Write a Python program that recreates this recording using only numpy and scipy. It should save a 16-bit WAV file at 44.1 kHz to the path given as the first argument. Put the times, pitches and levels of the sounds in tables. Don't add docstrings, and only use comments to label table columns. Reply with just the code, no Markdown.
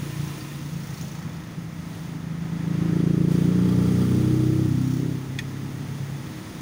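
import sys
import numpy as np
from scipy import signal
from scipy.fft import rfft, irfft, next_fast_len
from scipy.io import wavfile
from scipy.ndimage import uniform_filter1d

SR = 44100
rng = np.random.default_rng(int(sys.argv[2]) if len(sys.argv) > 2 else 0)


def wrap_up_sound(samples):
    columns = np.atleast_2d(samples).T
    tamed = np.clip(columns, -1, 1)
    steps = np.round(tamed * 32767).astype(np.int16)
    wavfile.write(sys.argv[1], SR, steps)


N = 291501
TIME_S = np.arange(N) / SR

# time_s, firing_hz
SPEED = [(0, 28.8), (1, 28.4), (2, 27.2), (2.55, 27.3), (2.8, 27.7), (3.1, 28.4), (3.5, 29.6), (4, 30.7),
         (4.5, 31.6), (5, 32.5), (5.5, 33.7), (6, 34.4), (6.61, 35.5)]
# time_s, level_db
BOOM_LEVEL = [(0, -28.5), (.09, -37), (.22, -26.5), (.4, -40), (.74, -31), (.95, -36), (1.05, -31.5),
              (1.12, -37.5), (1.34, -32), (1.48, -48.5), (1.57, -33.5), (1.85, -36.5), (2.5, -30),
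              (2.72, -25), (3.07, -21), (3.7, -19.5), (4.75, -22.5), (5.08, -26.5), (5.2, -30.5),
              (5.7, -36), (6.04, -30), (6.45, -44.5), (6.61, -37.5)]
# time_s, centre_hz
BOOM_CENTRE = [(0, 142), (.8, 146.5), (2.4, 160), (3.2, 158), (3.7, 158.8), (4.15, 157.3), (4.45, 141.6),
               (4.8, 152.5), (5.6, 140), (6.1, 145), (6.61, 160)]
# time_s, pitch_hz
BARK_PITCH = [(0, 315), (2.5, 269), (2.9, 299), (3.7, 276), (4.05, 249), (4.3, 301.7), (4.6, 314),
              (4.8, 256), (5.1, 277), (5.55, 244), (6.1, 260), (6.5, 305)]
# time_s, bark_db, rasp_db
BRIGHTNESS = [(0, -39, -59), (.6, -41.5, -65), (1, -49.5, -67), (2.4, -41, -52.5), (2.97, -26.5, -32.5),
              (3.3, -27, -31), (4, -26.5, -29.5), (4.4, -23, -31.5), (4.6, -24.5, -32.5), (4.76, -25, -57),
              (5.04, -26.5, -34.5), (5.25, -37.5, -46), (5.65, -35.5, -46.5), (6, -44, -45.5),
              (6.3, -39, -51), (6.61, -44, -55)]
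# freq_hz, level_db
SUB_SPECTRUM = [(4, -3), (20, -9), (40, -9), (150, -50), (600, -100)]
# delay_s, gain
WALL_ECHOES = [(.0066, 0.17), (.016, 0.82), (0.0228, 0.53), (.035, 0.34)]
# time_s, share
WALL_SHARE = [(0, .3), (.5, .6), (2, .6), (3.1, .22), (3.35, .3), (3.65, .9), (4, 1), (4.45, .75),
              (5.05, .35), (5.3, .8)]

# start_s, level_db
SOCKET_HITS = [(5.3877, -30), (5.3889, -21), (5.39, -29), (5.3985, -54)]
# pitch_hz, level_db, t60_s
WRENCH_MODES = [(1804, -1, 0.038), (1900, -1, 0.033), (1913, -2.5, 0.031), (2224, -10, 0.06),
                (2480, 1, 0.024), (2760, -12, 0.04), (3390, 6, 0.017), (3550, -3, 0.028),
                (4060, -18, 0.025), (4560, -20, .02), (5460, -14.5, 0.044), (6410, -15, 0.088),
                (9360, -16.5, 0.03), (12100, -27, .07), (15100, -24, 0.033)]
# start_s, level_db, pitch_hz
METAL_TICKS = [(0.281, -40, 5850), (.4086, -35.5, 4680), (.9429, -40, 5400), (0.974, -43, 4400),
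               (1.012, -40, 5440), (1.0117, -38, 6200), (1.027, -38, 6800), (1.116, -42, 6050)]

# peak_s, level_db, rise_db_per_s, fall_db_per_s
RATTLE_BOUTS = [(.3, -58, 10, 30), (1.02, -49, 29, 37), (4.92, -48, 85, 65)]
PANEL_BOUTS = [(3.9, -45.5, 11.5, 12)]
SCUFF_BOUTS = [(.48, -50, 10, 43)]
# pitch_hz, width_hz, level_db
RATTLE_MODES = [(4520, 150, 3), (5530, 260, 0), (5900, 300, 3), (6440, 300, 1), (6860, 360, -1),
                (9400, 1500, -7), (15100, 660, 1)]
PANEL_MODES = [(880, 26, 5), (1196, 49, 6), (1346, 78, 4.5), (3250, 110, -1.5), (4710, 140, -3.5),
               (8850, 950, -12)]
SCUFF_MODES = [(1030, 31, 2), (1830, 67, -4), (2480, 78, -5), (2720, 82, -6)]

# time_s, mid_db, treble_db
HISS_LEVEL = [(0, -46, -49.5), (.35, -45.5, -49.5), (.65, -47.5, -53), (.9, -46.5, -53.5),
              (1.01, -46.5, -51.5), (1.25, -45.5, -58), (1.7, -48.5, -59), (1.98, -46, -54.5),
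              (2.25, -47.5, -60), (2.85, -43, -56), (3.28, -47, -56), (3.32, -44.5, -49.5),
              (3.55, -44, -54), (4, -44.5, -49.5), (4.8, -46.5, -53), (5.3, -47, -56), (6.61, -45.5, -53.5)]
# centre_hz, width_hz, gain_db
BAY_MODES = [(872, 7.6, 4.5), (1194, 60, -2), (1270, 20, 4), (1940, 78, 1.5), (3510, 180, 2.5),
             (4720, 200, 0.5), (5900, 400, -0.5), (6550, 150, 2)]
# freq_hz, level_db
HISS_SPECTRUM = [(290, -12.5), (500, -3.5), (581, -7), (725, -7), (1310, -6.5), (1490, -10), (1900, -7.5),
                 (2600, -12), (3350, -13.5), (4130, -16), (6420, -15), (8000, -27), (10400, -69),
                 (17600, -120)]
FIZZ_SPECTRUM = [(5500, -32), (7000, -6), (8100, -4), (9000, 1), (10200, 0.5), (11200, -5.5), (13800, -8.5),
                 (14300, -6), (14800, 5.5), (15800, -0.5)]
RUMBLE_SPECTRUM = [(8, -26), (30, -42), (50, -15), (110, -4.5), (220, -5), (600, -32), (2000, -66)]


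def engine(firings, scatter_db=6, jitter_s=0.0017, bark_lag_s=0.00442):
    boom_db, wet = curves(BOOM_LEVEL)[0], curves(WALL_SHARE)[0]
    bark_db, rasp_db = curves(BRIGHTNESS)
    uneven = np.clip(.085 * 2 ** ((-23 - bark_db) / 10), .085, .55)
    beat = np.floor(firings + .1).astype(int)
    draws = rng.standard_normal((np.ptp(beat) + 1, 2))[beat - beat[0]]
    strength, timing = uniform_filter1d(draws, size=300, axis=0).T
    force = gain_of(scatter_db * uneven * strength)
    firings = firings + timing * uneven * jitter_s * curves(SPEED)[0]
    pulses = unit_rms(force * np.diff(np.floor(firings), prepend=np.floor(firings[0])))
    pulses = delayed(pulses, bark_lag_s)
    pulses = pulses + wet * sum(gain * delayed(pulses, delay_s) for delay_s, gain in WALL_ECHOES)
    puffs = unit_rms((3 + np.exp(-(firings % 1) / .5)) * rng.standard_normal(N))
    bark_gas, rasp_gas = .16 + 1.4 * uneven, .35 + 2.2 * uneven
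    low_puffs = cut(resonate(puffs, hz=145, width_hz=49), 73, "high", order=3)
    low = force * boom(firings, wet) + uneven * unit_rms(low_puffs)
    bark = resonate(pulses + bark_gas * puffs, curves(BARK_PITCH)[0], width_hz=87)
    rasp = resonate(pulses + rasp_gas * puffs, hz=390, width_hz=215, order=3)
    rasp = cut(rasp, 329, "high", order=4)
    return (gain_of(boom_db - 33) * noise(SUB_SPECTRUM)
            - gain_of(boom_db + .47) * levelled(low)
            - gain_of(bark_db - 2.5) * levelled(bark)
            - gain_of(rasp_db - 4.5) * levelled(rasp))


def boom(firings, wet, pipe_hz=160, pipe_half_width_hz=48, band_half_width_hz=37.8):
    firing_hz, centre_hz = curves(SPEED)[0], curves(BOOM_CENTRE)[0]
    thuds = np.zeros(N)
    for order in range(2, 8):
        hz = order * firing_hz
        gain = .044 * wet + (1 + ((hz - centre_hz) / band_half_width_hz) ** 2) ** -1.5
        detune = (hz - pipe_hz) / pipe_half_width_hz
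        waver = gain_of(2 * wet * wander(top_hz=2.473))
        smear_rad = .7 * wet * detune ** 2
        thuds += gain * waver * np.sin(2 * np.pi * order * firings - 2 * np.arctan(detune) - smear_rad)
    echo_s = .01339 - .00087 * TIME_S
    return levelled(thuds + .72 * wet * delayed(thuds, echo_s))


def crank(zero_s=3.2055):
    firings = np.cumsum(curves(SPEED)[0]) / SR
    return firings - np.interp(zero_s, TIME_S, firings)


def wrench(crack_decay_s=.0043, clack_decay_s=.01):
    t, out = np.arange(SR // 4) / SR, np.zeros(N)
    for start_s, hit_db in SOCKET_HITS:
        ring = sum(gain_of(db - 60 * t / t60_s) * np.sin(2 * np.pi * hz * (t + start_s))
                   for hz, db, t60_s in WRENCH_MODES)
        contact = cut(rng.standard_normal(len(t)), 1400, "high", order=6)
        crack = gain_of(-3) * np.exp(-t / crack_decay_s) * cut(contact, 7000, "low")
        clack = np.exp(-t / clack_decay_s) * cut(contact, 4500, "low")
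        add(out, start_s, gain_of(hit_db - 8.5) * (ring + crack + clack))
    return out


def ticks(t60_s=.031):
    t, out = np.arange(SR // 4) / SR, np.zeros(N)
    for start_s, db, hz in METAL_TICKS:
        add(out, start_s, gain_of(db - 60 * t / t60_s) * np.sin(2 * np.pi * hz * t))
    return out


def buzz(firings, bouts, modes, lag_cycles, decay_cycles, scatter_db=2):
    cycles = firings - lag_cycles
    beat = np.floor(cycles).astype(int)
    force = gain_of(scatter_db * rng.standard_normal(np.ptp(beat) + 1))[beat - beat[0]]
    chatter = force * np.exp(-(cycles % 1) / decay_cycles) * rng.standard_normal(N)
    metal = sum(gain_of(db) * resonate(chatter, hz, width_hz, order=1) for hz, width_hz, db in modes)
    envelope = sum(gain_of(db - np.maximum(rise * (peak_s - TIME_S), fall * (TIME_S - peak_s)))
                   for peak_s, db, rise, fall in bouts)
    return envelope * unit_rms(metal)


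def hiss(firings, throb_depth=.019):
    mid_db, treble_db = curves(HISS_LEVEL)
    high_db = .3 * mid_db + .7 * treble_db + 1.58
    mid = gain_of(mid_db) * unit_rms(cut(noise(HISS_SPECTRUM, BAY_MODES), 2330, "low"))
    high = gain_of(high_db) * unit_rms(cut(noise(HISS_SPECTRUM, BAY_MODES), 2730, "high"))
    fizz = gain_of(treble_db + 1.8) * noise(FIZZ_SPECTRUM)
    rumble = gain_of(-39.5) * noise(RUMBLE_SPECTRUM)
    throb = 1 + throb_depth * np.cos(2 * np.pi * (firings - .25))
    return (mid + high + fizz) * throb + rumble


def room(x, level_db=-13, t60_s=.11, gap_s=.004):
    t = np.arange(SR // 4) / SR
    tail = rng.standard_normal(len(t)) * gain_of(-60 * t / t60_s) * (t > gap_s)
    return x + gain_of(level_db) * signal.oaconvolve(x, tail / np.linalg.norm(tail))[:N]


def gain_of(db):
    return 10 ** (np.asarray(db) / 20)


def unit_rms(x):
    return x / np.sqrt(np.mean(x ** 2) + 1e-20)


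def levelled(x, window_samples=4400):
    power = uniform_filter1d(uniform_filter1d(x ** 2, window_samples), window_samples)
    return x / np.sqrt(abs(power) + 1e-20)


def curves(rows):
    time_s, *columns = np.transpose(rows)
    return [np.interp(TIME_S, time_s, column) for column in columns]


def noise(spectrum, peaks=()):
    freq_hz, level_db = np.transpose(spectrum)
    size = next_fast_len(N)
    hz = np.fft.rfftfreq(size, 1 / SR)
    shape_db = np.interp(np.log(hz + 1), np.log(freq_hz + 1), level_db)
    shape_db += sum(db * np.exp(-.5 * ((hz - peak_hz) / width_hz) ** 2) for peak_hz, width_hz, db in peaks)
    return unit_rms(irfft(rfft(rng.standard_normal(size)) * gain_of(shape_db), size)[:N])


def wander(top_hz, count=12):
    time_s, hz = np.linspace(0, N / SR, count * 40), np.geomspace(top_hz / 4, top_hz, count)
    sines = np.sin(2 * np.pi * (np.outer(time_s, hz) + rng.random(count)))
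    return np.interp(TIME_S, time_s, unit_rms(sines.sum(1)))


def cut(x, hz, kind, order=2):
    return signal.sosfilt(signal.butter(order, hz, kind, fs=SR, output="sos"), x)


def resonate(x, hz, width_hz, order=2):
    carrier = np.exp(2j * np.pi * np.cumsum(hz * np.ones(len(x))) / SR)
    pole = np.exp(-np.pi * width_hz / SR)
    baseband = x / carrier + 1e-18
    for _ in range(order):
        baseband = signal.lfilter([1 - pole], [1, -pole], baseband)
    return 2 * (carrier * baseband).imag


def delayed(x, delay_s):
    return np.interp(TIME_S - delay_s, TIME_S, x, left=0)


def add(mix, start_s, sound):
    part = mix[round(start_s * SR):][:len(sound)]
    part += sound[:len(part)]


def scene():
    firings = crank()
    rattle = buzz(firings, RATTLE_BOUTS, RATTLE_MODES, lag_cycles=.2, decay_cycles=.52)
    clatter = buzz(firings, PANEL_BOUTS, PANEL_MODES, lag_cycles=.17, decay_cycles=.54)
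    scuff = buzz(firings, SCUFF_BOUTS, SCUFF_MODES, lag_cycles=.077, decay_cycles=.81)
    return (engine(firings) + hiss(firings) + rattle + clatter + scuff + room(wrench() + ticks()))[None]


def record(dry):
    return signal.oaconvolve(dry, signal.firwin(511, 15800, window=("kaiser", 9), fs=SR)[None], "same")


dry = scene()
out = record(dry)
wrap_up_sound(out)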